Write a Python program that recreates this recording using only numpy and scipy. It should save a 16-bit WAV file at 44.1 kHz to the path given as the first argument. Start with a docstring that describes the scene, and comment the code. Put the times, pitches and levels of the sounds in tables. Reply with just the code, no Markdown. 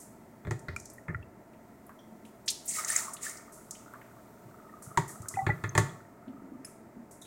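"""A clear cup knocks against a plastic tub of water as it is lifted out; the steel draining board
booms under each knock. From 2.5 s it is emptied to one side: slaps on steel, three gushes of spray,
a gurgle, a trickle. Near 5 s it comes back, knocks against the tub, gulps as it is pushed under
(air pockets ring) and is lifted out again, dripping. Throughout, a small hard-walled kitchen
with a faint hum rings on."""
import sys
import numpy as np
from scipy import signal
from scipy.fft import rfft, irfft, next_fast_len
from scipy.io import wavfile
from scipy.ndimage import uniform_filter1d, map_coordinates

SR = 44100
rng = np.random.default_rng(int(sys.argv[2]) if len(sys.argv) > 2 else 0)


def to_wav(s):
    """Save 16-bit WAV."""
    ch = np.atleast_2d(s).T  # columns
    pcm = np.round(np.clip(ch, -1, 1) * 32767)  # PCM
    wavfile.write(sys.argv[1], SR, pcm.astype(np.int16))


N = 320166
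TOP_HZ = 16000
T = np.arange(SR // 2) / SR  # time axis of one event, s


def amp(db):
    """Decibels to gain."""
    return 10 ** (np.asarray(db) / 20)


def unit(x):
    """x at rms 1."""
    return x / np.sqrt(np.mean(x ** 2) + 1e-20)


def crest(x):
    """x with its loudest 4 ms at rms 1."""
    return x / np.sqrt(uniform_filter1d(x ** 2, size=176).max() + 1e-20)


def fade(t, t60_s):
    """Exponential decay, 60 dB in t60_s."""
    return np.exp(-np.log(1000) * t / t60_s)


def punch(boost, t60_s):
    """Gain that lifts a contact's first instant above its ring."""
    return 1 + boost * fade(T, t60_s)


def along(points, hz):
    """Interpolate (Hz, value) points on a log axis."""
    knots_hz, values = np.transpose(points)
    return np.interp(np.log(hz + 1), np.log(knots_hz + 1), values)


def curve(points):
    """Gain per sample from (s, dB) points, silent outside them."""
    times_s, db = np.transpose(points)
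    return amp(np.interp(np.arange(N) / SR, times_s, db, left=-120, right=-120))


def wobble(knots_per_s):
    """Smooth random curve."""
    knots = rng.standard_normal(int(N * knots_per_s / SR) + 4)
    return map_coordinates(knots, [np.arange(N) * knots_per_s / SR])


def filtered(x, response):
    """x times a gain over frequency."""
    size = next_fast_len(len(x) + 8192)
    return irfft(rfft(x, size) * response(np.fft.rfftfreq(size, 1 / SR)), size)[:len(x)]


def noise(response, size):
    """Coloured noise at rms 1."""
    return unit(filtered(rng.standard_normal(size), response))


def hump(centre_hz, octaves):
    """Response of a resonance with soft skirts."""
    return lambda hz: (1 + (np.log2((hz + 1) / centre_hz) / octaves) ** 2 / 4) ** -3.5


def burst(centre_hz, octaves, t60_s, swell_s):
    """Short spit of noise round one pitch."""
    band = noise(hump(centre_hz, octaves), len(T))
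    return crest(band * fade(T, t60_s) * (1 - np.exp(-T / swell_s)))


def add(track, start_s, sound):
    """Mix a sound into the track."""
    i = max(0, round(start_s * SR))
    track[i:i + len(sound)] += sound[:max(0, N - i)]


def kitchen_tail():
    """Diffuse impulse response; each frequency dies at its own speed."""
    # Each row: frequency in Hz, t60 in seconds.
    decay = [(100, 0.43), (500, 0.5), (2000, 0.42), (7000, 0.47), (15000, 0.45)]
    hz, t, spectra = signal.stft(rng.standard_normal(SR), SR, nperseg=256)
    tail = signal.istft(spectra * fade(t, along(decay, hz)[:, None]), SR, nperseg=256)[1]
    tail *= 1 - np.exp(-np.arange(len(tail)) / SR / 0.0084)
    return tail / np.linalg.norm(tail)


def room(x):
    """x as the kitchen returns it."""
    return signal.fftconvolve(x, kitchen_tail())[:N]


def wash(click, colour):
    """A click radiates differently each way, so its echo keeps only its energy and broad colour."""
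    echo = filtered(kitchen_tail(), colour)
    return echo * np.linalg.norm(click) / np.linalg.norm(echo)


def background():
    """Still air, a faint wavering hum and a thin hiss that comes and goes."""
    # Each row: frequency in Hz, relative spectral density in dB.
    air_spectrum = [(25, -17), (60, -10), (110, -6), (220, -1), (330, -3.5), (510, -11.5), (650, -2.5),
                    (850, -19), (1020, -13.5), (1300, -21.5), (2000, -19.5), (3200, -40.5), (7500, -37),
                    (16000, -48.5)]
    hiss_spectrum = [(3000, -9), (5000, -9), (7800, -4), (11000, -9), (14000, -4), (16000, -5.5)]
    # Each row: centre in Hz, half-width in Hz, relative level in dB.
    hum_bands = [(118.4, 1.3, -68), (219.4, 11, -63), (385, 74, -63.5), (702, 35, -68), (900, 45, -66.5),
                 (1325, 77, -71)]
    # Each row: time in seconds, level in dB.
    hiss_levels = [(0, -68), (1.2, -74.5), (1.7, -70), (2.4, -69), (3.9, -65), (4.7, -67), (5.6, -63.5),
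                   (6.2, -73), (7.26, -73.5)]
    hum = sum(amp(db) * noise(lambda f: 1 / (1 + ((f - hz) / width_hz) ** 2), N)
              for hz, width_hz, db in hum_bands)
    hiss = curve(hiss_levels) * noise(lambda hz: amp(along(hiss_spectrum, hz)), N)
    air = noise(lambda hz: amp(along(air_spectrum, hz)), N)
    return amp(-55.5) * air + amp(-1) * hum + hiss


def hisses():
    """Brief soft hisses, heard mostly through the room."""
    # Each row: start in seconds, peak in dB, t60 in seconds.
    puffs = [(0, -51, 0.2), (2.251, -62.5, 0.099), (2.459, -51.5, 0.099), (3.519, -57.5, 1),
             (4.822, -49, 0.22), (5.078, -47, 0.33), (6.647, -49, 0.042), (7.11, -54, 0.11),
             (7.214, -52.5, 0.093)]
    centre_hz, octaves = 8240, 0.52
    out = np.zeros(N)
    for start_s, db, t60_s in puffs:
        puff = amp(db) * burst(centre_hz, octaves, t60_s, swell_s=0.0012)
        add(out, start_s, puff)
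        add(out, start_s, amp(1.5) * wash(puff, hump(centre_hz, octaves)))
    return out


def clinks():
    """A light touch on something hard rings with two narrow partials."""
    # Each row: start in seconds, peak in dB, lower partial in Hz.
    touches = [(1.990, -60, 3280), (7.219, -52, 3730)]
    out = np.zeros(N)
    for start_s, db, hz in touches:
        for ratio, partial_db in ((1, 0), (1.75, -5.5)):
            partial = burst(hz * ratio, octaves=0.081, t60_s=0.065, swell_s=0.001)
            add(out, start_s, amp(db + partial_db) * partial)
    return out + amp(-2) * room(out)


def bumps():
    """Soft, dull contacts, single or in loose runs of handling."""
    # Each row: start in seconds, relative peak in dB, centre in Hz.
    singles = [(0.691, -28, 98), (1.091, -30, 105), (1.15, -29.5, 104), (4.453, -41.5, 122),
               (4.865, -37, 140), (5.201, -34.5, 115), (5.426, -32.5, 120), (5.836, -32, 141),
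               (6.272, -32.5, 245), (6.956, -36, 211)]
    # Each row: start in seconds, length in seconds, relative peak in dB, centre in Hz.
    handling = [(2.11, 0.14, -40.5, 218), (6.301, 0.33, -40.5, 268)]
    bumps_per_s = 16
    runs = [(start_s + (k + rng.random()) / bumps_per_s, db + 2 * rng.standard_normal(), hz)
            for start_s, length_s, db, hz in handling for k in range(round(length_s * bumps_per_s))]
    out = np.zeros(N)
    for start_s, db, hz in singles + runs:
        add(out, start_s, amp(db - 5.5) * burst(hz, octaves=0.316, t60_s=0.059, swell_s=0.017))
    return out + amp(-4.5) * room(out)


def basin(hz):
    """Gain of the steel sink's resonances."""
    # Each row: centre in Hz, width in Hz, gain in dB.
    resonances = [(650, 110, 5), (895, 50, -5), (1261, 313, -1), (1865, 140, -1.5), (2140, 320, -1)]
    return sum(amp(db) / (1 + (2 * (hz - centre_hz) / width_hz) ** 2)
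               for centre_hz, width_hz, db in resonances)


def droplets(span_s, pitch_hz, colour, spread, decay_cycles, spike_db, count):
    """Shower of tiny bubbles, each a damped rising sine; rms 1 over the span."""
    start_s, end_s = span_s
    onsets_s = start_s + (end_s - start_s) * (np.arange(count) + 2 * rng.random(count)) / count
    hz = np.clip(pitch_hz(onsets_s) * np.exp(spread * rng.standard_normal(count)), 300, TOP_HZ)
    gains = amp(spike_db * np.minimum(rng.exponential(size=(count, 1)), 3))
    offsets = np.arange(1024)
    cycles = hz[:, None] * offsets / SR
    age = cycles / decay_cycles
    grains = gains * np.sin(2 * np.pi * cycles * (1 + 0.032 * age)) * np.exp(-age)
    positions = (onsets_s * SR).astype(int)[:, None] + offsets
    shower = np.bincount(positions.ravel(), grains.ravel(), N)[:N]
    return unit(filtered(shower, colour)) * np.sqrt((end_s - start_s) * SR / N)


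def trickle():
    """Draining water stirs the basin with faint drips."""
    # Each row: time in seconds, relative level in dB.
    levels = [(3.3, -60), (3.6, -60.5), (4.0, -61), (4.45, -67), (4.62, -56), (4.9, -56), (5.3, -52),
              (5.9, -60.5), (7.26, -79)]
    span_s = levels[0][0], levels[-1][0]
    shower = droplets(span_s, lambda s: 1280, basin, spread=0.14, decay_cycles=7, spike_db=4, count=170)
    stir = curve(levels) * shower
    return amp(-2) * stir + amp(-6) * room(stir)


def drips():
    """Drops tick on steel and water; higher ticks are shorter, hard drops start with a crack."""
    # Each row: start in seconds, peak in dB, centre in Hz.
    drops = [(0.592, -53, 7500), (0.684, -48.5, 3970), (0.7622, -42.5, 6900), (0.799, -45.5, 7040),
             (0.855, -45, 6800), (0.900, -48, 7850), (0.935, -54, 11500), (1.535, -64, 2500),
             (1.866, -56.5, 11000), (1.893, -47.5, 1190), (2.25, -57.5, 2800), (3.167, -49.5, 3440),
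             (3.295, -39, 7500), (3.371, -49, 6100), (3.709, -35, 7060), (3.752, -53, 2750),
             (3.937, -44, 1260), (4.013, -51, 1880), (5.219, -48.5, 7400), (5.285, -33, 7750),
             (6.279, -65, 3000), (6.646, -51.5, 2040), (7.25, -60, 3040)]
    octaves = 0.44
    hardest_db = max(db for _, db, _ in drops)
    out = np.zeros(N)
    for start_s, db, hz in drops:
        tick = amp(db) * burst(hz, octaves, t60_s=0.067 * (1000 / hz) ** 0.32, swell_s=0.0005)
        crack_db = db - 5.5 + 0.4 * (db - hardest_db)
        crack = amp(crack_db) * burst(centre_hz=12000, octaves=0.7, t60_s=0.005, swell_s=0.0008)
        add(out, start_s, tick + crack)
        add(out, start_s, amp(-4.5) * wash(tick, hump(hz, octaves)))
    return out


def bubbles():
    """Each air pocket closes with a wet smack, swells, rings and climbs in pitch on its way up."""
    # Each row: start in seconds, pitch in Hz, level in dB, t60 in seconds.
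    pockets = [(0.763, 2370, -25.5, 0.025), (0.7625, 1355, -28.5, 0.023), (0.982, 1865, -37.5, 0.027),
               (1.084, 1810, -28.5, 0.015), (1.146, 1390, -25.5, 0.034), (1.146, 1930, -25.5, 0.026),
               (1.227, 2670, -44, 0.029), (2.783, 1240, -26, 0.078), (2.9, 1810, -23.5, 0.047),
               (2.961, 2060, -20, 0.012), (3.076, 1084, -33.5, 0.11), (3.264, 1740, -29, 0.053),
               (4.974, 942, -11.5, 0.056), (5.339, 2005, -32.5, 0.033), (5.356, 2480, -37, 0.023),
               (5.369, 2004, -40, 0.06), (5.369, 772, -19, 0.09), (5.388, 757, -20.5, 0.074),
               (5.388, 1974, -30.5, 0.075), (5.412, 780, -25, 0.093), (5.490, 824, -20, 0.046),
               (5.500, 1960, -18.5, 0.077), (5.692, 6300, -30, 0.023), (5.893, 3400, -45, 0.04),
               (6.647, 5170, -34.5, 0.032), (6.648, 10040, -35.5, 0.043)]
    octaves_per_t60 = 0.03
    out = np.zeros(N)
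    for start_s, hz, db, t60_s in pockets:
        swell_s = 0.045 * t60_s
        rising_hz = hz * 2 ** (octaves_per_t60 * np.minimum(T / t60_s, 2))
        tone = np.sin(2 * np.pi * np.cumsum(rising_hz) / SR)
        envelope = fade(T, t60_s) * (1 - np.exp(-(T / swell_s) ** 2))
        smack = burst(hz, octaves=0.21, t60_s=0.017, swell_s=swell_s)
        add(out, start_s, amp(db) * tone * envelope + amp(db - 19.5) * smack)
    return out + amp(-19) * room(out)


def slaps():
    """Thrown water hits the steel in short bursts that fill the room."""
    # Each row: start in seconds, peak in dB, centre in Hz, width in octaves, t60 in seconds.
    impacts = [(2.477, -41.5, 2260, 0.45, 0.02), (2.479, -26, 4700, 0.63, 0.058),
               (2.5, -30, 7700, 0.5, 0.049), (2.654, -43.5, 11170, 0.6, 0.08),
               (2.677, -30.5, 7870, 0.3, 0.22), (2.846, -30, 7160, 0.31, 0.016),
               (2.9, -25, 8640, 0.19, 0.025), (2.9618, -19.5, 7100, 0.23, 0.013),
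               (3.133, -36.5, 8300, 0.42, 0.042), (3.228, -36.5, 7400, 0.21, 0.035)]
    out = np.zeros(N)
    for start_s, db, hz, octaves, t60_s in impacts:
        slap = amp(db) * burst(hz, octaves, t60_s, swell_s=0.0082)
        add(out, start_s, slap)
        add(out, start_s, amp(-9.5) * wash(slap, hump(hz, octaves)))
    return out


def flow(t60_s, lag_share):
    """Strength of the pour: each gush rises, holds and dies away, late by a share of its rise."""
    # Each row: start in seconds, rise in seconds, hold in seconds, level in dB.
    gushes = [(2.618, 0.12, 0.051, -32.5), (2.853, 0.029, 0.1, -32), (3.196, 0.039, 0.031, -37.5)]
    power = np.zeros(N)
    for start_s, rise_s, hold_s, db in gushes:
        t = np.arange(N) / SR - start_s - lag_share * rise_s
        attack = np.clip(t / rise_s, 0, 1) ** 2
        release = fade(np.maximum(t - rise_s - hold_s, 0), t60_s)
        power += (amp(db) * attack * release) ** 2
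    return np.sqrt(power)


def splash():
    """The stream breaks into clumps of fizzing spray; trapped air gurgles after each gush."""
    # Each row: frequency in Hz, relative spectral density in dB.
    spray_spectrum = [(1200, -43.5), (2000, -8), (3000, -17.5), (4600, -15), (6000, -8), (7400, -1.5),
                      (9500, -5), (12400, -16), (16000, -12)]
    # Each row: time in seconds, pitch of the trapped air in Hz.
    pocket_pitch = [(2.63, 2400), (2.74, 2000), (2.79, 1450), (2.86, 1380), (2.94, 1760), (3.02, 1280),
                    (3.11, 1070), (3.26, 1670), (3.42, 1800)]
    pour_s = (2.64, 3.5)
    colour = lambda hz: amp(along(spray_spectrum, hz))
    pocket_hz = lambda s: np.interp(s, *np.transpose(pocket_pitch))
    fizz = droplets(pour_s, lambda s: 7200, colour, spread=0.4, decay_cycles=3.5, spike_db=1, count=1650)
    plinks = droplets(pour_s, lambda s: 7500, hump(7500, 1),
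                      spread=0.36, decay_cycles=8, spike_db=4.5, count=285)
    mist = amp(2.4 * wobble(70)) * noise(colour, N)
    spray = amp(-9 + 2 * wobble(60)) * fizz + amp(-12) * plinks + amp(-5.5) * mist
    gurgle = droplets(pour_s, pocket_hz, basin, spread=0.2194, decay_cycles=4.5, spike_db=3.5, count=520)
    out = flow(t60_s=0.35, lag_share=0) * spray
    out += amp(-11) * flow(t60_s=0.71, lag_share=0.38) * gurgle
    return out + amp(-8.5) * room(out)


def ring(band_hz, swell_s, rattle, rattle_t60_s):
    """Cup, tub and board modes in one band, struck at random strengths over a blur of denser ones."""
    # Each row: frequency in Hz, relative level in dB, t60 in seconds.
    all_modes = [(70.4, -15, 0.14), (106.5, -1.5, 0.16), (136.2, -10, 0.35), (164, -2.5, 0.043),
                 (294.4, -9, 0.162), (344.4, -1, 0.086), (393, -4, 0.16), (452, -1.5, 0.014),
                 (598.2, -8, 0.1), (741, 0.5, 0.069), (899, 5, 0.14), (1116, 8.5, 0.077), (1248, 2.5, 0.14),
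                 (1392, 7.5, 0.1), (1757, 12, 0.059), (1941, 7, .045), (1890, 2, 0.025), (2116, 2, 0.17),
                 (2470, -0.5, 0.077), (3474, -4.5, 0.053), (4200, -10.5, 0.019)]
    modes = np.array([mode for mode in all_modes if band_hz[0] <= mode[0] < band_hz[1]])
    hz, db, t60_s = modes.T[:, :, None]
    gains = amp(db + 2 * rng.standard_normal(hz.shape))
    sines = np.sin(2 * np.pi * (hz * T + rng.random(hz.shape)))
    tones = np.sum(gains * fade(T, t60_s) * sines, axis=0)
    blur = noise(lambda f: sum(amp(level) * hump(centre, 0.13)(f) for centre, level, _ in modes), len(T))
    body = crest(tones) + rattle * blur * fade(T, rattle_t60_s)
    return crest(body * (1 - np.exp(-T / swell_s)) * punch(1.18, t60_s=0.021))


def knocks():
    """Cup against tub: the cup clacks at once; the heavy tub and the board swell a moment later."""
    # Each row: start in seconds, then relative clack, board boom and tick levels in dB.
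    contacts = [(0.4496, -46, -41.5, -66), (0.4705, -40.5, -32, -59), (0.5097, -32, -28.5, -38),
                (0.6835, -33.5, -39, -62.5), (1.0818, -35.5, -37, -66), (1.0995, -39.5, -35, -81),
                (4.9740, -20.5, -26.5, -27.5), (5.3404, -49, -41.5, -50.5), (5.4655, -25, -24.5, -44),
                (5.4935, -32.5, -27.5, -59.5), (5.6386, -29.5, -30.5, -45.5), (5.7518, -27, -28, -33),
                (5.7776, -18, -21.5, -22)]
    # Hard edge of a contact. Each row: frequency in Hz, relative spectral density in dB.
    tick_spectrum = [(2200, -10), (3300, -3), (4500, -4), (5500, -6), (7000, 3.5), (9000, -4), (12000, -16),
                     (16000, -16.5)]
    edge = lambda hz: amp(along(tick_spectrum, hz))
    cushion = signal.butter(6, 2500, fs=SR, output="sos")
    out = np.zeros(N)
    for start_s, clack_db, boom_db, tick_db in contacts:
        wall_db = clack_db + 0.36 * (tick_db - clack_db) - 1.5  # harder contact, more cup wall
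        hollow_db = boom_db + 0.25 * (wall_db - boom_db) - 4  # board and wall drive the tub's hollow
        board = ring(band_hz=(0, 250), swell_s=0.0059, rattle=0.53, rattle_t60_s=0.22)
        hollow = ring(band_hz=(250, 600), swell_s=0.0056, rattle=0.66, rattle_t60_s=0.13)
        wall = ring(band_hz=(600, 1200), swell_s=0.0006, rattle=0.81, rattle_t60_s=0.079)
        rim = ring(band_hz=(1200, 6000), swell_s=0.0006, rattle=0.97, rattle_t60_s=0.12)
        if tick_db <= clack_db - 23:  # cushioned by water: high modes stay quiet
            rim = signal.sosfilt(cushion, rim)
        hit = amp(boom_db) * board + amp(hollow_db) * hollow
        hit += amp(wall_db) * wall + amp(clack_db - 2.5) * rim
        tick_envelope = fade(T, 0.12) * punch(1.55, t60_s=0.015)
        tick = amp(tick_db - 1.5) * crest(noise(edge, len(T)) * tick_envelope)
        add(out, start_s, hit + tick)
        add(out, start_s, amp(-11.5) * room(hit))
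        add(out, start_s, amp(-10) * wash(tick, edge))
    return out


def scene():
    """Water, contacts and background in one channel."""
    water = bubbles() + slaps() + splash() + trickle() + drips() + hisses()
    return (water + knocks() + clinks() + bumps() + background())[None]


def record(dry):
    """Brick-wall low-pass at TOP_HZ."""
    return np.array([filtered(x, lambda hz: hz < TOP_HZ) for x in dry])


dry = scene()
out = record(dry)
to_wav(out)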